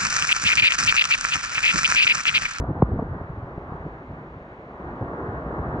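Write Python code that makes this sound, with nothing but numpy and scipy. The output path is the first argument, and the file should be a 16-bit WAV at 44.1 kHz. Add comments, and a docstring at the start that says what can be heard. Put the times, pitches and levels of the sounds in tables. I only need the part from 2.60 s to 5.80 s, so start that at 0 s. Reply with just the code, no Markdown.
"""Storm wind on an open deck, heard through a phone: broad coloured noise roars over a faint hiss of trees.
At first a low rumble of turbulence and a crowd of hard buffets, short puffs of noise, hit the microphone.
Among them, at 0.22 s, one sharp knock close by drops at once from a click into a low thud.
A very faint trace of high noise comes and goes around 0.23 s.
The roar then eases to a lull near 2 s, with fewer buffets, and swells again to its strongest at the end."""
import sys
import numpy as np
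from scipy import signal
from scipy.fft import rfft, irfft
from scipy.io import wavfile
from scipy.ndimage import uniform_filter1d

SR = 44100
rng = np.random.default_rng(int(sys.argv[2]) if len(sys.argv) > 2 else 0)


def to_wav(s):
    """Save 16-bit WAV."""
    ch = np.atleast_2d(s).T  # columns
    pcm = np.round(np.clip(ch, -1, 1) * 32767)  # PCM
    wavfile.write(sys.argv[1], SR, pcm.astype(np.int16))


N = 141120  # samples: 3.2 s
TIME_S = np.arange(N) / SR
FREQ_HZ = np.fft.rfftfreq(N, 1 / SR)


def undb(db):
    """Decibels to gain."""
    return 10 ** (np.asarray(db) / 20)


def level_over_time(rows):
    """Gain at every sample, in straight dB lines between (t/s, level/dB) points."""
    time_s, level_db = np.array(rows, float).T
    return undb(np.interp(TIME_S, time_s, level_db))


def over_pitch(rows):
    """Value at every frequency, in straight lines over log pitch between (f/Hz, value) points."""
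    hz, value = np.array(rows, float).T
    return np.interp(np.log(np.maximum(FREQ_HZ, 1)), np.log(hz), value)


def noise(gain):
    """Noise of rms 1, shaped by a gain per frequency."""
    x = irfft(rfft(rng.standard_normal(N)) * gain, N)
    return x / x.std()


def flutter(rate_hz, depth_db):
    """A gain that wanders at random by an rms depth in dB, weakening smoothly above the rate."""
    return undb(depth_db * noise(1 / (1 + (FREQ_HZ / rate_hz) ** 2)))


def burst(x, at_s, length_s):
    """A bell-shaped piece of x, scaled to a bell-weighted rms of 1 before shaping."""
    bell = np.exp(-2 * ((TIME_S - at_s) / length_s) ** 2)
    return x * bell * np.sqrt(np.sum(bell ** 2) / np.sum((x * bell) ** 2))


# likeness of left and right: [f/Hz, coherence, phase by which left leads/rad]
STEREO_LIKENESS = [(540,1,0),(740,.99,0),(900,.88,-.15),(1050,.62,-.1),(1170,.35,.6),(1300,.45,2.1),(1550,.6,2.7),(1900,.72,2.9),(2500,.7,3.0),(2900,.4,2.6),(3400,.3,1.3),(4400,.6,.3),(5400,.95,0)]


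def wide_noise(colour):
    """Stereo noise of rms 1: alike in the bass, partly opposed in the upper middle."""
    gain = undb(over_pitch(colour))
    likeness = np.array(STEREO_LIKENESS)
    coherence = np.clip(over_pitch(likeness[:, [0, 1]]), -1, 1)
    lead = over_pitch(likeness[:, [0, 2]])
    # the sum and difference of two independent noises set the coherence
    shared = rfft(rng.standard_normal(N)) * gain * np.sqrt(1 + coherence)
    apart = rfft(rng.standard_normal(N)) * gain * np.sqrt(1 - coherence)
    left = (shared + apart) * np.exp(.5j * lead)
    right = (shared - apart) * np.exp(-.5j * lead)
    x = irfft(np.array([left, right]), N)
    return x / x.std()


# strength of the roar's body, before the overall lift: [t/s, level/dB]
GUST_BODY = [(0,-43.5),(.4,-44),(.7,-47.5),(.92,-45.5),(1.15,-45),(1.5,-46),(1.85,-48),(2.04,-48.5),(2.25,-39),(2.55,-37),(2.85,-37),(3.2,-33.5)]
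# strength of the roar's treble, before the overall lift: [t/s, level/dB]
GUST_TREBLE = [(0,-40),(.4,-42.5),(.7,-45),(1.2,-43.3),(1.48,-47.5),(1.6,-45.5),(1.83,-49.5),(2.03,-47.5),(2.2,-44),(2.4,-44.5),(2.55,-39),(2.76,-38),(2.88,-40.5),(3.05,-37.5),(3.2,-38)]
# relative colour of the rushing air: [f/Hz, level/dB per Hz]
ROAR_COLOUR = [(40,-25.5),(90,-13),(150,-1.5),(230,-3.5),(330,0),(470,-3),(650,-3),(800,-4),(1100,-5.3),(1500,-9.5),(1900,-16),(2400,-48),(3500,-63.5),(6000,-78.5),(10000,-100.5)]
ROAR_LIFT_DB = 5.5
ROAR_FLUTTER_HZ, ROAR_FLUTTER_DB = 44.4, 0.74
WAVER_HZ, WAVER_DB = 4.2, 1.5  # slow wandering of each half-octave alone


def roar():
    """The broad rush of air follows the gust and flutters; its half-octaves swell and sink separately."""
    spectrum = rfft(wide_noise(ROAR_COLOUR))
    # half-octave steps up from 100 Hz; the end bands also take all that lies beyond them
    step = np.clip(2 * np.log2(np.maximum(FREQ_HZ, 1) / 100), 0, 8)
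    body, treble = level_over_time(GUST_BODY), level_over_time(GUST_TREBLE)
    air = 0
    for k in range(9):
        treble_share = np.clip((k - 3) / 4, 0, 1)
        overlap = np.maximum(1 - abs(step - k), 0)
        band = irfft(spectrum * overlap, N)
        strength = body ** (1 - treble_share) * treble ** treble_share
        air = air + band * strength * flutter(WAVER_HZ, WAVER_DB)
    return air * undb(ROAR_LIFT_DB) * flutter(ROAR_FLUTTER_HZ, ROAR_FLUTTER_DB)


# eddies that strike the microphone: [centre t/s, length t/s, level/dB, upper edge f/Hz]
EDDY_HITS = [(.022,0.018,-37,200),(0.042,0.0057,-23.5,736),(.053,.0058,-35,400),(0.105,0.022,-21,480),(.17,0.022,-30,450),(0.207,0.0076,-26,300),(0.292,0.012,-28,447),(0.324,0.015,-22.5,650),(0.337,0.0095,-20.5,200),(0.344,0.0023,-21.5,850),(.35,0.0041,-22,250),(0.362,0.0039,-30,750),(0.38,.01,-30.5,450),(0.395,0.0061,-21,800),(0.427,0.0095,-22,600),(0.517,0.034,-27.5,129),(.551,0.025,-31,656),(0.613,0.014,-28.5,860),(0.635,0.012,-34,120),(0.703,0.009,-27,200),(0.744,0.023,-37,130),(0.788,0.016,-33,110),(0.842,0.02,-29,120),(.981,0.0047,-24,800),(1.123,.007,-28,1290),(1.214,0.01,-33.5,400),(1.263,0.012,-27,400),(1.515,0.042,-35.5,330),(1.769,0.015,-36,160),(2.146,0.018,-40,500),(2.278,0.04,-35.5,400),(2.423,0.017,-23,550),(2.694,.018,-28,146),(2.996,0.018,-24.5,283),(3.08,0.032,-31.5,300),(3.141,.03,-27,260)]
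# relative colour of an eddy, before its upper edge is rolled off: [f/Hz, level/dB per Hz]
EDDY_COLOUR = [(25,-25),(45,-8),(70,3.5),(110,4),(155,2),(220,-3.5),(400,-6),(1000,-9.5),(1500,-23),(3000,-60.5)]


def buffets():
    """Each eddy striking the microphone is a short puff of noise, dulled above its own upper edge."""
    colour = undb(over_pitch(EDDY_COLOUR))
    out = 0
    for at_s, length_s, level_db, edge_hz in EDDY_HITS:
        below_edge = 1 / np.sqrt(1 + (FREQ_HZ / edge_hz) ** 6)
        puff = burst(noise(colour * below_edge), at_s, length_s)
        out = out + undb(level_db) * puff
    return out


# strength of the turbulence on the microphone: [t/s, level/dB]
RUMBLE_LEVEL = [(0,-24.5),(.15,-37),(.27,-34.5),(.36,-29),(.52,-38),(.66,-41),(.82,-39.5),(.9,-42),(1.2,-38.5),(1.4,-45.5),(1.55,-42.5),(1.85,-47.5),(2.05,-49.5),(2.3,-41.5),(2.55,-40.5),(2.85,-34.5),(3.2,-34.5)]
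# relative colour of the turbulence: [f/Hz, level/dB per Hz]
RUMBLE_TONE = [(20,-25.5),(35,-14.5),(55,7),(80,-0.5),(120,-0.5),(170,-3.5),(280,-9),(500,-18.5),(1000,-37),(2000,-77),(6000,-100)]
RUMBLE_FLUTTER_HZ, RUMBLE_FLUTTER_DB = 55, 3


def rumble():
    """Turbulence on the microphone is low, lumpy noise, evened out before it follows its level."""
    lumpy = noise(undb(over_pitch(RUMBLE_TONE))) * flutter(RUMBLE_FLUTTER_HZ, RUMBLE_FLUTTER_DB)
    running_rms = np.sqrt(uniform_filter1d(lumpy ** 2, size=6000))  # over 136 ms
    return lumpy / running_rms * level_over_time(RUMBLE_LEVEL)


# relative colour of the knock's crack: [f/Hz, level/dB per Hz]
CRACK_COLOUR = [(200,-16.5),(700,9.5),(900,0),(1150,8),(1500,-22),(2200,-24),(3200,-48),(5000,-64),(12000,-73)]
KNOCK_S, KNOCK_DB = .2222, -5.2
KNOCK_START_HZ, KNOCK_END_HZ, KNOCK_FALL_S = 820, 145, .0029
KNOCK_ATTACK_S, KNOCK_HOLD_S, KNOCK_DECAY_S = .0014, .0105, .002
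KNOCK_ROUGH_HZ, KNOCK_ROUGH_DB = 90, 1.0
THUD_HZ, THUD_DB, THUD_DECAY_S = 54, -13, 0.023  # it decays from the knock's start
CRACK_S, CRACK_LENGTH_S, CRACK_DB = .2225, 0.0025, -16


def knock():
    """A brief crack with a rough thump whose pitch plunges into a lingering thud."""
    age = np.maximum(TIME_S - KNOCK_S, 0)
    plunge_hz = KNOCK_END_HZ + (KNOCK_START_HZ - KNOCK_END_HZ) * np.exp(-(age / KNOCK_FALL_S) ** 2)
    rise = 1 - np.exp(-(age / KNOCK_ATTACK_S) ** 2)
    # the blow hands over to the thud, in pitch and level together
    held = (1 - np.tanh((age - KNOCK_HOLD_S - KNOCK_DECAY_S) / KNOCK_DECAY_S)) / 2
    hz = held * plunge_hz + (1 - held) * THUD_HZ
    blow = undb(KNOCK_DB) * flutter(KNOCK_ROUGH_HZ, KNOCK_ROUGH_DB)
    thud = undb(THUD_DB) * np.exp(-age / THUD_DECAY_S)
    strength = held * blow + (1 - held) * thud
    phase = 2 * np.pi * np.cumsum(hz * (age > 0)) / SR
    thump = np.sin(phase) * rise * strength
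    crack = burst(noise(undb(over_pitch(CRACK_COLOUR))), CRACK_S, CRACK_LENGTH_S)
    return thump + undb(CRACK_DB) * crack


# strength of the hiss of the trees: [t/s, level/dB]
TREES_LEVEL = [(0,-59.5),(1,-57),(2.2,-56),(3.2,-55.5)]
# relative colour of the hiss: [f/Hz, level/dB per Hz]
TREES_COLOUR = [(800,-22),(1750,9.5),(2100,10.5),(2500,3.5),(3200,-6),(4000,-11),(5000,-21.5),(6800,-24.5),(9000,-38.5),(12000,-55)]


def trees():
    """The trees are a faint, wide hiss of noise that grows slightly."""
    return level_over_time(TREES_LEVEL) * wide_noise(TREES_COLOUR)


# relative colour of the trace of high noise: [f/Hz, level/dB per Hz]
HIGH_TRACE_COLOUR = [(3000,1),(7000,-9),(10000,-8),(12000,8)]
HIGH_TRACE_S, HIGH_TRACE_LENGTH_S, HIGH_TRACE_DB = .229, .015, -71


def high_trace():
    """A very faint, bell-shaped burst of high noise."""
    high_noise = noise(undb(over_pitch(HIGH_TRACE_COLOUR)))
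    return undb(HIGH_TRACE_DB) * burst(high_noise, HIGH_TRACE_S, HIGH_TRACE_LENGTH_S)


def scene():
    """Roar and tree hiss are wide; all the rest is in the centre."""
    return roar() + buffets() + rumble() + knock() + trees() + high_trace()


def record(dry):
    """The phone cuts the top steeply, above 12.4 kHz."""
    low_pass = signal.ellip(8, .2, 70, 12400, fs=SR, output="sos")  # .2 dB ripple, 70 dB rejection
    return signal.sosfilt(low_pass, dry)


dry = scene()
out = record(dry)
to_wav(out)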